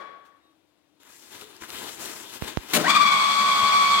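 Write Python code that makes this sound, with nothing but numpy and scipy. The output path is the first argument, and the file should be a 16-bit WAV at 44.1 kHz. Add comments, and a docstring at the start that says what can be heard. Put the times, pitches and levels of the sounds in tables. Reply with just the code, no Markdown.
"""A tiled washroom: a paper towel is gathered in one hand and ripped off an automatic dispenser.
The echo of the last feed is still dying away as the sheet crackles, buckles and slides in the fingers.
It zips across the serrated blade and shakes the casing; then the geared motor spins up, hunts briefly
and whines on, its teeth rattling once a turn. A finger bumps the right microphone."""
import sys
import numpy as np
from scipy import signal
from scipy.fft import rfft, irfft
from scipy.io import wavfile
from scipy.ndimage import uniform_filter1d, map_coordinates

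SR = 44100
rng = np.random.default_rng(int(sys.argv[2]) if len(sys.argv) > 2 else 0)


def wav_record(signal):
    """Record a signal, one row per channel, as 16-bit PCM in the file named by sys.argv[1]."""
    frames = np.transpose(np.atleast_2d(signal))
    bounded = np.clip(frames, -1, 1)
    # unit amplitude maps onto the largest positive 16-bit level
    quanta = np.round(bounded * 32767).astype(np.int16)
    wavfile.write(sys.argv[1], SR, quanta)


N = 176400
T = np.arange(N) / SR
TEETH, MOTOR_START_S = 16, 2.835
# The dull tone of flapping paper. Each row: frequency in Hz, relative level in dB.
FLAP_TONE = [(30, -59), (90, -11), (200, -3.5), (400, -1), (750, -14), (1300, -3), (3000, -14),
             (8000, -18.5), (15000, -41)]


def undb(db):
    """Decibels to gain."""
    return 10 ** (np.asarray(db) / 20)


def curve(rows, axis=1):
    """One column of a table, joined by straight lines in time."""
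    rows = np.array(rows)
    return np.interp(T, rows[:, 0], rows[:, axis])


def unit(x):
    """Scale each channel to rms 1."""
    return x / np.sqrt(np.mean(x ** 2, axis=-1, keepdims=True))


def pan(db):
    """Gains for a source that is db louder on the left."""
    gains = undb(np.array([[db], [-db]]) / 2)
    return gains / gains.mean()


def walk(hz):
    """A smooth random wobble of rms 1, moving at rates up to about hz."""
    lowpass = np.exp(-(np.fft.rfftfreq(N, 1 / SR) / hz) ** 2)
    return unit(irfft(rfft(rng.standard_normal(N)) * lowpass, N))


def colour(x, points):
    """Minimum-phase EQ through (Hz, dB) points; the result has rms 1."""
    hz, db = np.array(points).T
    gain = undb(np.interp(np.log(np.fft.rfftfreq(N, 1 / SR) + 1), np.log(hz), db))
    cepstrum = irfft(np.log(gain), N)
    cepstrum[1:N // 2] *= 2
    cepstrum[N // 2 + 1:] = 0
    return unit(irfft(rfft(x) * np.exp(rfft(cepstrum)), N))


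def grains(rate, spread_db, shared):
    """Random clicks, rate a second, scattered in size; a share reaches both microphones alike."""
    size = undb(spread_db * np.minimum(rng.exponential(size=(3, N)), 5))
    clicks = unit((rng.random((3, N)) < rate / SR) * size * rng.choice([-1, 1], (3, N)))
    return np.sqrt(shared) * clicks[2] + np.sqrt(1 - shared) * clicks[:2]


def burst(start, attack, hold, release):
    """Linear attack and exponential release, in seconds; the hold counts from the start."""
    return np.clip((T - start) / attack, 0, 1) * np.exp(-np.maximum(T - start - hold, 0) / release)


def die_away(x):
    """Let each band fade at the tiled room's own rate."""
    # Each row: frequency in Hz, reverb time (t60) in seconds.
    reverb_times = [(100, 1.76), (300, 0.84), (1100, 0.99), (3500, 0.9), (8000, 0.43), (16000, 0.39)]
    hz, t60 = np.array(reverb_times).T
    f, t, bands = signal.stft(x, SR, nperseg=512)
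    fade = 1000. ** (-t / np.interp(np.log(f + 1), np.log(hz), t60)[:, None])
    return signal.istft(bands * fade, SR, nperseg=512)[1][..., :N]


def room(x, wet_db, near_db=-11):
    """Reflections off the nearby wall and the long ring of the tiles; the power is kept."""
    near = unit(rng.standard_normal((2, N)) * burst(.001, .001, 0, .004))
    far = unit(die_away(rng.standard_normal((2, N))) * np.clip((T - .006) / 0.0069, 0, 1))
    response = (undb(near_db) * near + undb(wet_db) * far) / np.sqrt(N)
    x = x * np.ones((2, 1))
    return unit(x + signal.fftconvolve(x, response, axes=1)[:, :N]) * np.sqrt(np.mean(x ** 2))


def room_tone():
    """A faint, steady bed of low noise."""
    # Each row: frequency in Hz, relative level in dB.
    bed_tone = [(29, -72), (50, -39), (70, -14.5), (157, -18), (190, -14.5), (253, -15), (292, -3.5),
                (408, -15.5), (613, -15), (1670, -24.5), (3580, -23.5), (6350, -34.5), (15000, -40)]
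    return colour(grains(rate=27000, spread_db=0, shared=.4), bed_tone) * undb(-69) * pan(14)


def last_feed():
    """The whine and clatter of the previous feed fade in the room; the whine drops out for a moment."""
    # Tones hanging in the room. Each row: pitch in Hz, level before the fade in dB, waver in radians.
    tones = [(1123, -38, 0.34), (1188, -52, .5), (2270, -55, 1.0), (3360, -58.5, 1.8)]
    # The clatter's echo. Each row: frequency in Hz, relative level in dB.
    echo_tone = [(60, -40), (150, -14.5), (500, 3), (1000, -3), (1700, -0.5), (2800, -16.5), (3500, -12.5),
                 (6000, -27.5), (15000, -42)]
    whine = sum(undb(db + 2.3 * walk(54)) * np.sin(2 * np.pi * hz * T + waver * walk(34))
                for hz, db, waver in tones)
    dip = 1 - np.exp(-((T - .428) / .022) ** 2)
    clatter = colour(rng.standard_normal((2, N)), echo_tone) * undb(-42)
    return die_away(whine * dip * burst(-0.011, 0.0091, 0.54, .02) * pan(13) + clatter * pan(8.3))


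def flex(x, spread_db):
    """Resonances come and go as the sheet changes shape; the result has rms 1."""
    bands = signal.stft(x, SR, nperseg=512)[2]
    drift = rng.standard_normal(bands.shape[1:])
    for _ in range(2):
        drift = uniform_filter1d(uniform_filter1d(drift, size=11, axis=0), size=9, axis=1)
    return unit(signal.istft(bands * undb(spread_db * drift / drift.std()), SR, nperseg=512)[1][..., :N])


def tick(s, db, hz):
    """One crease snaps with its own brightness."""
    tone = [(hz / 20, -50), (hz / 2, -9), (hz, 0), (hz * 2, -14)]
    fibres = colour(grains(rate=20000, spread_db=2, shared=0.57), tone)
    return fibres * undb(db) * burst(s - .001, .0003, 0.00068, 0.0009)


def crumple():
    """A light brush, then the hand closes: fibres crackle, creases snap, folds flap, the sheet hisses."""
    # How hard the hand works the sheet. Each row: time in seconds, level in dB.
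    handling = [(.992, -79), (1.003, -60), (1.096, -54.5), (1.29, -55), (1.32, -46.5), (1.385, -49),
                (1.42, -44.5), (1.45, -53.5), (1.6, -53.5), (1.622, -42.5), (1.676, -48.5), (1.71, -41),
                (1.87, -40.5), (1.98, -46), (2.028, -41.5), (2.08, -39), (2.2, -47), (2.28, -47.5),
                (2.358, -40), (2.405, -49), (2.44, -39.5), (2.465, -40.5), (2.496, -37.5), (2.54, -48),
                (2.67, -47.5), (2.73, -34), (2.79, -36), (2.85, -40), (2.9, -58)]
    # The tones of fibres, creases and sliding paper. Each row: frequency in Hz, relative level in dB.
    fibre_tone = [(35, -39), (60, -19.5), (123, -10), (376, -1), (521, -7), (688, -9), (953, -6),
                  (2360, -9), (3600, -6), (4740, -12.5), (7720, -13), (9080, -17), (12600, -16.5),
                  (15500, -19.5)]
    crease_tone = [(100, -36), (600, -1.5), (1500, -0.5), (3500, 1.5), (8000, -5), (15000, -10)]
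    slide_tone = [(1500, -37), (4500, -4), (7500, 1), (9500, -4), (13500, -7), (15500, -10.5)]
    # Folds that buckle. Each row: time in seconds, level in dB.
    buckles = [(1.1, -52), (1.355, -53), (1.42, -41), (1.621, -37.5), (1.635, -37), (2.065, -38.5)]
    # Single creases. Each row: time in seconds, level in dB, centre in Hz.
    ticks = [(1.034, -45, 1500), (1.414, -37, 3020), (1.5661, -39.5, 6500), (1.704, -30, 4430),
             (1.73, -37, 8000), (1.747, -44, 12000), (2.058, -27, 4000)]
    # Slips through the fingers. Each row: start in seconds, length in seconds, level in dB.
    slides = [(1.08, 0.34, -54.5), (1.747, 0.21, -46.5), (1.986, 0.081, -39.5), (2.074, 0.16, -45),
              (2.32, .04, -44.5)]
    effort = undb(curve(handling) + 1.5 * walk(39))
    fibres = colour(grains(rate=9000, spread_db=3, shared=0.58), fibre_tone)
    crackle = flex(fibres, spread_db=1.5) * undb(1.8)
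    snaps = colour(grains(rate=480, spread_db=1, shared=0.82), crease_tone) * undb(-8.5)
    flaps = sum(undb(db) * burst(s - .002, 0.0019, 0.0026, 0.007) for s, db in buckles)
    folds = flaps * colour(grains(rate=8500, spread_db=2, shared=0.9), FLAP_TONE)
    brush = undb(-63) * burst(0.247, .008, 0.018, 0.019) * colour(rng.standard_normal((2, N)), crease_tone)
    creases = sum(tick(s, db, hz) for s, db, hz in ticks)
    sliding = sum(undb(db) * burst(s, 0.023, length, 0.013) for s, length, db in slides)
    hiss = sliding * colour(grains(rate=8000, spread_db=2.5, shared=0.19), slide_tone)
    taut = undb(-48.5) * burst(1.405, 0.016, 0.034, 0.075)
    drum = taut * np.sin(2 * np.pi * 428 * T + .6 * walk(60))  # the taut sheet hums
    paper = effort * (crackle + snaps) + folds + brush + creases + hiss + drum
    return room(paper, wet_db=-11.5) * pan(7.96)


def hum(hz=316, sag_hz_per_s=55, db=-66):
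    """A faint low tone sinks and fades in the pause."""
    phase = 2 * np.pi * np.cumsum(hz - sag_hz_per_s * (T - .6)) / SR
    tone = np.sin(phase + 0.85 * walk(28)) * undb(db + 1.9 * walk(25))
    return tone * burst(0.36, .04, 0.19, 0.18) * pan(6.7)


def squeak(hz=3790, db=-69):
    """A thin, faint squeak in the pause."""
    return np.sin(2 * np.pi * hz * T + 1.1 * walk(90)) * undb(db) * burst(.41, .03, 0.071, .04)


def mic_bumps(low_hz=56):
    """A finger sends pressure pulses into the right microphone, rung out by its bass cut."""
    # Each row: start in seconds, relative pressure, rise in seconds, fall in seconds.
    bumps = [(2.4227, 0.36, 0.0001, 0.0012), (2.5728, 0.71, 0.000097, 0.0011), (3.629, 0.24, 0.002, 0.0017)]
    pressure = sum(size * burst(s, rise, 0, fall) for s, size, rise, fall in bumps)
    bass_cut = signal.butter(4, low_hz, "high", fs=SR, output="sos")
    return signal.sosfilt(bass_cut, pressure) * np.array([[0], [1]])


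def rip():
    """The sheet zips across the serrated blade, flutters and shakes the casing."""
    # The tone of the tear. Each row: frequency in Hz, relative level in dB.
    tear_tone = [(120, -37), (200, 0), (596, -10), (957, -6), (1500, -8), (4100, -5.5), (5010, -13),
                 (8200, -11), (15500, -16.5)]
    # The casing's modes. Each row: pitch in Hz, relative level in dB, ring time (t60) in seconds.
    modes = [(167, -2, 0.15), (218, -2, 0.17), (308.6, 1.5, 0.27), (368, -13, 0.097), (438, -1.5, 0.13),
             (492, -5, 0.14), (594, 2.5, 0.076), (761, -1, 0.066)]
    pull = undb(-16.5) * burst(2.734, 0.00079, 0.038, 0.0047)
    tear = pull * colour(grains(rate=5100, spread_db=4, shared=0.29), tear_tone)
    ring = sum(undb(db) * np.sin(2 * np.pi * (hz * T + rng.random()) + .5 * walk(64))
               * burst(2.748, 0.027, .032, t60 / np.log(1000)) for hz, db, t60 in modes)
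    flapping = undb(-27) * burst(2.75, 0.018, 0.045, 0.076)
    flutter = flapping * colour(grains(rate=3300, spread_db=1.5, shared=0.85), FLAP_TONE)
    return room(tear + flutter, wet_db=-13) * pan(7.2) + room(ring * undb(-26.5), wet_db=-4) * pan(7.8)


def pinion_whine(mesh):
    """The tooth-rate tone swells and fades as the microphones move through its standing waves."""
    # Each row: time in seconds, left level in dB, right level in dB, left phase lead in radians.
    swells = [(2.84, -23.5, -34, 0), (2.868, -27.5, -36, -0.5), (2.882, -20.5, -23, -0.5),
              (2.905, -25, -29, 0.5), (2.965, -13, -22, -0.8), (3.04, -22, -23, -0.5),
              (3.13, -27.5, -21.5, 0.5), (3.22, -28, -22.5, 3), (3.27, -17, -24, 2.5),
              (3.33, -26.5, -23.5, 2), (3.39, -17, -25.5, 1.7), (3.46, -23.5, -19, 1.7),
              (3.57, -27.5, -20, 0), (3.64, -16.5, -25, 0.56), (3.735, -22.5, -18, 2.4),
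              (3.81, -15.5, -20, 3), (3.865, -30, -19, 0.8), (3.92, -20, -17.5, 1.15),
              (4.0, -24.5, -20.5, 1)]
    rough = .17 + .3 * burst(MOTOR_START_S, .001, .26, .15)  # rougher until the speed settles
    sides = [(curve(swells, 1), mesh + curve(swells, 3)), (curve(swells, 2), mesh)]
    return np.sqrt(2) * np.array([
        undb(db) * (np.sin(phase) * (1 + rough * walk(78)) + rough * walk(90) * np.cos(phase))
        for db, phase in sides])


def shaft_drone(turns):
    """Uneven teeth add wavering harmonics of the shaft rate."""
    # Each row: multiple of the shaft rate, relative level in dB.
    harmonics = [(3, -12.5), (6, -18), (8, -16.5), (9, -12), (10, -15.5), (12, -9), (13, -12.5),
                 (14, -14.5), (15, 2), (17, 0), (18, -7), (19, -7), (20, -14.5), (21, -8.5), (22, -14.5)]
    return unit(sum(undb(db + 2.1 * walk(13.4)) * np.sin(2 * np.pi * (k * turns + rng.random()))
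                    for k, db in harmonics))


def gear_overtones(turns, mesh):
    """Overtones of the whine, their phase swaying with the slack once a turn."""
    # Each row: multiple of the tooth rate, relative level in dB.
    overtones = [(2, -2), (3, -3), (4, -13), (6, -22.5), (7, -18.5)]
    slack = .5 * np.sin(2 * np.pi * turns) + .14 * walk(77)
    return np.sqrt(2) * sum(undb(db + 3.03 * walk(26)) * np.sin(k * (mesh + slack)) for k, db in overtones)


def gearbox_strain(mesh):
    """The whine's second harmonic sweeps through the gearbox resonances on the way up."""
    # Each row: frequency in Hz, relative level in dB.
    resonances = [(1150, -20), (1480, 0.5), (1700, -12.5), (1930, 3.5), (2250, -16)]
    sweep = burst(2.842, 0.0017, 0.026, 0.0058) * np.sin(2 * mesh + walk(290))
    return colour(sweep, resonances) * undb(-43.5)


def gear_rattle(turns, mesh):
    """Each tooth knocks with its own weight, a rattle that repeats every turn; the housing rumbles."""
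    # The tones of the gears and their housing. Each row: frequency in Hz, relative level in dB.
    rattle_tone = [(1000, -43), (1700, -18.5), (2080, -10.5), (2260, -5.5), (2460, -8), (2850, -14),
                   (3020, -14.5), (3280, -6), (3450, -4), (3700, -11), (4530, -8.5), (5100, -15.5),
                   (5650, -15), (6200, -19.5), (6700, -17), (7200, -19.5), (7960, -18), (9500, -27),
                   (10100, -26), (11600, -30), (12500, -26.5), (15500, -33.5)]
    housing_tone = [(25, -50), (60, -34), (110, -16), (200, -4), (400, -9.5), (700, -3.5), (1200, -1),
                    (1700, -3.5), (2300, -6.5), (4000, -50.5)]
    tooth_db = 1.9 * unit(rng.standard_normal(TEETH))
    tooth = (turns * TEETH).astype(int) % TEETH
    knocks = undb(tooth_db[tooth] + 1.3 * np.cos(2 * np.pi * turns) + 2.5 * np.cos(mesh))
    # the same rough flanks scrape past on every turn, so the treble buzzes
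    flanks = np.array([map_coordinates(surface, [turns % 1 * len(surface)], mode="grid-wrap")
                       for surface in rng.standard_normal((2, 600))])
    scrape = grains(rate=16000, spread_db=1.3, shared=0.19) + .5 * unit(flanks)
    rattle = colour(scrape * knocks, rattle_tone)
    rumble = colour(grains(rate=8000, spread_db=1.5, shared=0.85) * knocks, housing_tone)
    return undb(2.5) * rattle + undb(-7.5) * rumble


def motor(hunt_hz=17.5, hunt_decay_s=0.15, roller_hz=11.4):
    """The geared motor spins up, overshoots and hunts; its load pulses as the roller turns."""
    # The motor's speed. Each row: time in seconds, tooth rate in Hz.
    speed = [(2.8, 300.3), (2.845, 720.4), (2.865, 942), (2.885, 1122), (2.93, 1155), (3.0, 1153),
             (3.12, 1118), (3.28, 1131), (3.45, 1134), (3.58, 1123), (3.8, 1131), (4.0, 1126)]
    # How hard the gears are driven. Each row: time in seconds, level in dB.
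    drive = [(2.84, -34.5), (2.87, -33), (2.885, -25.5), (2.905, -26), (2.965, -29.5), (4.0, -28.5)]
    since_peak = T - 2.905
    settling = np.exp(-np.maximum(since_peak, 0) / hunt_decay_s) * (since_peak > -.25 / hunt_hz)
    hunt = np.cos(2 * np.pi * hunt_hz * since_peak) * settling
    roller = np.cos(2 * np.pi * roller_hz * (T - 3.4))
    tooth_hz = curve(speed) * (1 + 0.0503 * hunt + 0.0029 * roller + 0.00204 * walk(44.5))
    turns = np.cumsum(tooth_hz) / SR / TEETH
    mesh = 2 * np.pi * TEETH * turns  # phase, one cycle a tooth
    on = np.clip((T - MOTOR_START_S) / 0.0073, 0, 1)
    load = on * undb(curve(drive) + 7 * hunt + roller)
    whine = pinion_whine(mesh) * on * undb(1.4 * hunt + roller)
    # the overshoot sets a room resonance ringing, which beats against the settling whine
    ringing = np.sin(2 * np.pi * 1171 * T + .2 * walk(20)) * undb(-22) * burst(2.95, .05, .14, .13)
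    shaft = load * shaft_drone(turns) * undb(-0.5)
    gears = load * gear_overtones(turns, mesh) + gearbox_strain(mesh) + load * gear_rattle(turns, mesh)
    return (whine + ringing * pan(14) + room(gears, wet_db=-4.5) * pan(6.9)
            + room(shaft, wet_db=-8) * pan(7.8))


def scene(left_lag_s=.0001):
    """Echo, paper and motor over the room tone, reaching the right microphone a moment sooner."""
    left, right = room_tone() + last_feed() + hum() + squeak() + crumple() + rip() + motor()
    late_left = np.pad(left, (round(left_lag_s * SR), 0))[:N]
    return np.array([late_left, right]) + mic_bumps()


def record(dry, top_hz=15900):
    """Peaks are clipped just under full scale and the very top is cut."""
    top_cut = signal.ellip(10, .2, 80, top_hz, fs=SR, output="sos")
    return signal.sosfilt(top_cut, np.clip(dry, -.95, .95))


dry = scene()
out = record(dry)
wav_record(out)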